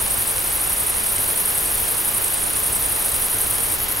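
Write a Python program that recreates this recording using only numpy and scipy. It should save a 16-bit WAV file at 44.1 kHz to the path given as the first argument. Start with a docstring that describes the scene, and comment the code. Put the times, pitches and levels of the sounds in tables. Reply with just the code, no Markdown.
"""Overhead power lines buzz on a still day: tiny sparks (corona) tick in each cycle of the mains,
making a thin, dry sound. Three bush-crickets add a high sizzle, each scraping its wings at its
own beat, in front of a far chorus of insects.
Behind them lie a wide outdoor hiss and a low, distant drone."""
import sys
import numpy as np
from scipy import signal
from scipy.fft import rfft, irfft
from scipy.io import wavfile

SR = 44100
rng = np.random.default_rng(int(sys.argv[2]) if len(sys.argv) > 2 else 0)


def generate_wav(sig):
    """Save sig (samples, or channels by samples) to the path in sys.argv[1] as 16-bit PCM at SR."""
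    pcm = np.round(np.clip(np.atleast_2d(sig).T, -1, 1) * 32767).astype(np.int16)
    wavfile.write(sys.argv[1], SR, pcm)


N = 176400

# the sparks in each mains cycle: (delay [s], timing spread [s], level before filtering [dB])
CYCLE_SPARKS = [(.0021, .00012, -11.5), (.0032, .0003, -9.5)]
MAINS_HZ, SPARK_SPREAD_DB, SPARK_BAND_HZ = 49.98, 3, [894, 13000]

# The crickets are named by pitch: low, middle and high.
# how far each runs ahead of its steady beat: (time [s], lead [chirps])
LOW_AHEAD = [(0, -.13), (.28, -.13), (.7, -.24), (1.5, -.235), (2.1, -.28), (2.5, -.24), (3.2, -.23),
             (3.75, -.16)]
MIDDLE_AHEAD = [(0, .49), (1.2, 0.49), (1.9, 0.39), (2.8, 0.46), (3.5, 0.64), (4, 0.72)]
HIGH_AHEAD = [(0, -.19), (.85, -.18), (1.12, -.03), (1.32, .14), (1.9, .26), (2.33, .27), (2.6, .49),
              (2.8, .59), (3.1, .65), (3.41, .62), (3.62, .5), (4, .54)]
# when each sings: (start [s], end [s])
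LOW_SPELLS = [(-.1, 3.76)]
MIDDLE_SPELLS = [(-.1, 4.1)]
HIGH_SPELLS = [(-.1, .91), (1.08, 2.35), (2.57, 4.1)]
# how hard each sings: (time [s], relative level [dB])
LOW_PUSH = [(0, 0), (.5, -2.5), (1.1, -0.5), (2.3, -1), (3.7, 0)]
MIDDLE_PUSH = [(0, -0.3), (1.4, 0.4), (2.5, -0.1), (4, -0.8)]
HIGH_PUSH = [(0, -0.46), (.9, -0.77), (1.4, 1.2), (2.2, -.5), (3.3, .6), (4, 0)]
# the wing strokes of one chirp: (place [chirps], width [chirps], relative level [dB])
LOW_STROKES = [(.0, 0.093, -6), (.27, 0.41, -7.5), (0.681, 0.04, -1)]
MIDDLE_STROKES = [(0.16, 0.13, -5), (0.844, 0.09, -13), (0.768, 0.039, -7.5)]
HIGH_STROKES = [(.0, 0.075, -7.5), (.27, 0.15, -10.5), (.66, 0.034, -4)]
# how each wing rings: (frequency [Hz], relative level [dB])
LOW_RING = [(6800, -36), (7600, -20), (8200, -10), (8800, -3), (9350, 0), (10000, -2.5), (10700, -8),
            (12200, -14), (13500, -24)]
MIDDLE_RING = [(7800, -40), (8800, -16), (9700, -5), (10450, 0), (11500, -3), (12600, -12), (14300, -19),
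               (16000, -21)]
HIGH_RING = [(8800, -35), (10000, -11), (11000, -8), (12000, -1), (12700, 0), (13500, -3.5), (14500, -11),
             (16000, -13)]
TOOTH_JITTER, TOOTH_SPREAD_DB, STROKE_SPREAD_DB, WING_WANDER_HZ = .22, 3.2, 0.5, 170
STROKE_SWELL = 1.35  # above 1, a stroke swells more slowly than it stops
ECHO_DB, ECHO_FADE_S = -8, .05

# the microphone's left-right colouring, or how wide the crickets sound at each pitch:
# (frequency [Hz], side level [dB])
MIC_WIDTH = [(7900, -3), (8800, -11), (9300, -2), (9800, -13), (11800, -14), (12700, -4.5), (14000, -7),
             (14600, -15)]

# the tone of the far insects: (frequency [Hz], relative level [dB])
CHORUS_TONE = [(8000, -25), (9200, -9), (10200, 0), (11500, -1), (13000, -6), (14500, -11), (16000, -9)]
# the tone of the outdoor hiss and rumble: (frequency [Hz], relative level [dB])
AIR_TONE = [(12, -6.5), (24, 1), (40, -2.5), (76, -1.5), (140, -7.5), (266, -9.5), (430, -6.5), (620, -8.5),
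            (950, -7.5), (1400, -10), (2000, -11.5), (2900, -12.5), (4300, -15.5), (5400, -15.5),
            (7200, -17), (10000, -17), (16000, -27.5)]
# how alike that hiss is in both ears: (frequency [Hz], likeness [0-1])
AIR_EAR_LIKENESS = [(30, 0.7), (80, 0.77), (170, 0.22), (700, 0.3), (1500, 0.073), (4200, 0.053), (4900, 1),
                    (12000, 1)]
# the bands of the distant drone: (frequency [Hz], width [Hz], level [dB])
DRONE_BANDS = [(50.4, 6, -46), (103.3, 11.6, -49)]
CHORUS_DB, AIR_DB, CUTOFF_HZ = -30, -30, 15720


def power_line_buzz():
    """Two sharp sparks jump near each positive peak of the line's voltage."""
    peak_times = np.arange(int(N / SR * MAINS_HZ) + 1) / MAINS_HZ
    sparks = 0
    for delay, spread, db in CYCLE_SPARKS:
        timing, size = rng.standard_normal((2, len(peak_times)))
        sparks += clicks(peak_times + delay + spread * timing, from_db(db + SPARK_SPREAD_DB * size))
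    band = signal.butter(1, SPARK_BAND_HZ, "band", fs=SR, output="sos")
    return signal.sosfilt(band, sparks + 1e-18)


def cricket(ahead, spells, push, strokes, ring, chirps_per_s, teeth_per_s, level_db, left_db):
    """In each stroke a row of tiny teeth scrapes the wing, and each tooth makes it ring briefly."""
    gap, size, sign = rng.standard_normal((N // 10, 3)).T
    tooth_times = np.cumsum(np.exp(TOOTH_JITTER * gap)) / teeth_per_s
    chirp_count = chirps_per_s * tooth_times + np.interp(tooth_times, *np.transpose(ahead))
    force = 0
    for place, width, db in strokes:
        nearest = np.round(chirp_count - place).astype(int)
        chance = rng.standard_normal(64)
        strength = from_db(db + STROKE_SPREAD_DB * chance[nearest % len(chance)])
        from_peak = (chirp_count - place - nearest) / width
        force += strength * np.exp(-.5 * (from_peak * STROKE_SWELL ** np.sign(from_peak)) ** 2)
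    singing = sum((tooth_times > start) & (tooth_times < end) for start, end in spells)
    effort = from_db(np.interp(tooth_times, *np.transpose(push)))
    unevenness = np.sign(sign) * from_db(TOOTH_SPREAD_DB * np.clip(size, -2, 2))
    teeth = clicks(tooth_times, singing * effort * force * unevenness)
    song = wing_wander(colour(teeth, ring), chirps_per_s * len(strokes))
    ear_gains = from_db(level_db + np.array([[.5], [-.5]]) * left_db)
    return ear_gains * unit_level(echo_and_width(song))


def three_crickets():
    """Three bush-crickets sing nearby, each at its own pitch and beat."""
    low = cricket(LOW_AHEAD, LOW_SPELLS, LOW_PUSH, LOW_STROKES, LOW_RING,
                  chirps_per_s=10.22, teeth_per_s=1700, level_db=-25.5, left_db=-0.8)
    middle = cricket(MIDDLE_AHEAD, MIDDLE_SPELLS, MIDDLE_PUSH, MIDDLE_STROKES, MIDDLE_RING,
                     chirps_per_s=11.85, teeth_per_s=1000, level_db=-26.5, left_db=-0.2)
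    high = cricket(HIGH_AHEAD, HIGH_SPELLS, HIGH_PUSH, HIGH_STROKES, HIGH_RING,
                   chirps_per_s=9.8, teeth_per_s=1500, level_db=-29.5, left_db=2.6)
    return low + middle + high


def wing_wander(ringing, strokes_per_s):
    """The wing rings a little higher or lower, by chance, from stroke to stroke."""
    chance = rng.standard_normal(256)
    stroke_count = np.arange(N) / SR * strokes_per_s
    shift_hz = WING_WANDER_HZ * np.interp(stroke_count, np.arange(len(chance)), chance)
    return np.real(signal.hilbert(ringing) * np.exp(2j * np.pi * np.cumsum(shift_hz) / SR))


def echo_and_width(song):
    """Grass and leaves add a short echo; the microphone makes some pitches sound wider."""
    t = np.arange(SR // 5) / SR
    tail = rng.standard_normal((2, len(t))) * from_db(-60 * t / ECHO_FADE_S)
    tail /= np.sqrt(np.sum(tail ** 2, axis=1, keepdims=True))
    mid, side = signal.fftconvolve(song[None], tail, axes=1)[:, :N]
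    return song + from_db(ECHO_DB) * mid + colour(side, MIC_WIDTH) * [[1], [-1]]


def far_chorus():
    """Far-off insects blend into one smooth, high hiss."""
    return from_db(CHORUS_DB) * unit_level(colour(stereo_noise(likeness=1), CHORUS_TONE))


def outdoor_hiss():
    """A wide, steady hiss with a rumble underneath."""
    air = colour(stereo_noise(at_hz(AIR_EAR_LIKENESS)), AIR_TONE)
    return from_db(AIR_DB) * air / np.std(air.mean(axis=0))


def distant_drone():
    """Two narrow bands of noise make a low, wavering hum."""
    drone = 0
    for hz, width, db in DRONE_BANDS:
        band = signal.butter(2, [hz - width / 2, hz + width / 2], "band", fs=SR, output="sos")
        hum = signal.sosfilt(band, rng.standard_normal(N + SR))[SR:]  # skip the build-up
        drone += from_db(db) * unit_level(hum)
    return drone


def from_db(db):
    """Turn decibels into a number to multiply by."""
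    return 10 ** (np.asarray(db) / 20)


def unit_level(x):
    """Scale a sound so its average level (rms) is one."""
    return x / np.sqrt(np.mean(x ** 2) + 1e-20)


def at_hz(points):
    """Read a table at every frequency in the sound, on a log scale."""
    hz, value = np.transpose(points)
    return np.interp(np.log(np.arange(N // 2 + 1) * SR / N + 1e-6), np.log(hz), value)


def colour(x, tone):
    """Shape a sound's tone so that ringing follows each click (minimum phase)."""
    cepstrum = irfft(np.log(from_db(at_hz(tone))), N)
    cepstrum[1:N // 2] *= 2
    cepstrum[N // 2 + 1:] = 0
    return irfft(rfft(x) * np.exp(rfft(cepstrum)), N)


def stereo_noise(likeness):
    """White noise for two ears: unrelated at likeness 0, nearly the same at 1."""
    mid, side = rfft(rng.standard_normal((2, N)))
    likeness = np.clip(likeness, 0, .99)
    side *= np.sqrt((1 - likeness) / (1 + likeness))
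    return irfft(np.array([mid + side, mid - side]), N)


def clicks(times, gains):
    """Clicks one sample long, at the given times."""
    out = np.zeros(N)
    inside = (times >= 0) & (times < (N - 1) / SR)
    np.add.at(out, (times[inside] * SR).astype(int), gains[inside])
    return out


def scene():
    """Wires, insects and background together."""
    return power_line_buzz() + three_crickets() + far_chorus() + outdoor_hiss() + distant_drone()


def record(dry):
    """Cut off the very highest treble steeply."""
    return signal.sosfiltfilt(signal.ellip(10, .05, 60, CUTOFF_HZ, fs=SR, output="sos"), dry)


dry = scene()
out = record(dry)
generate_wav(out)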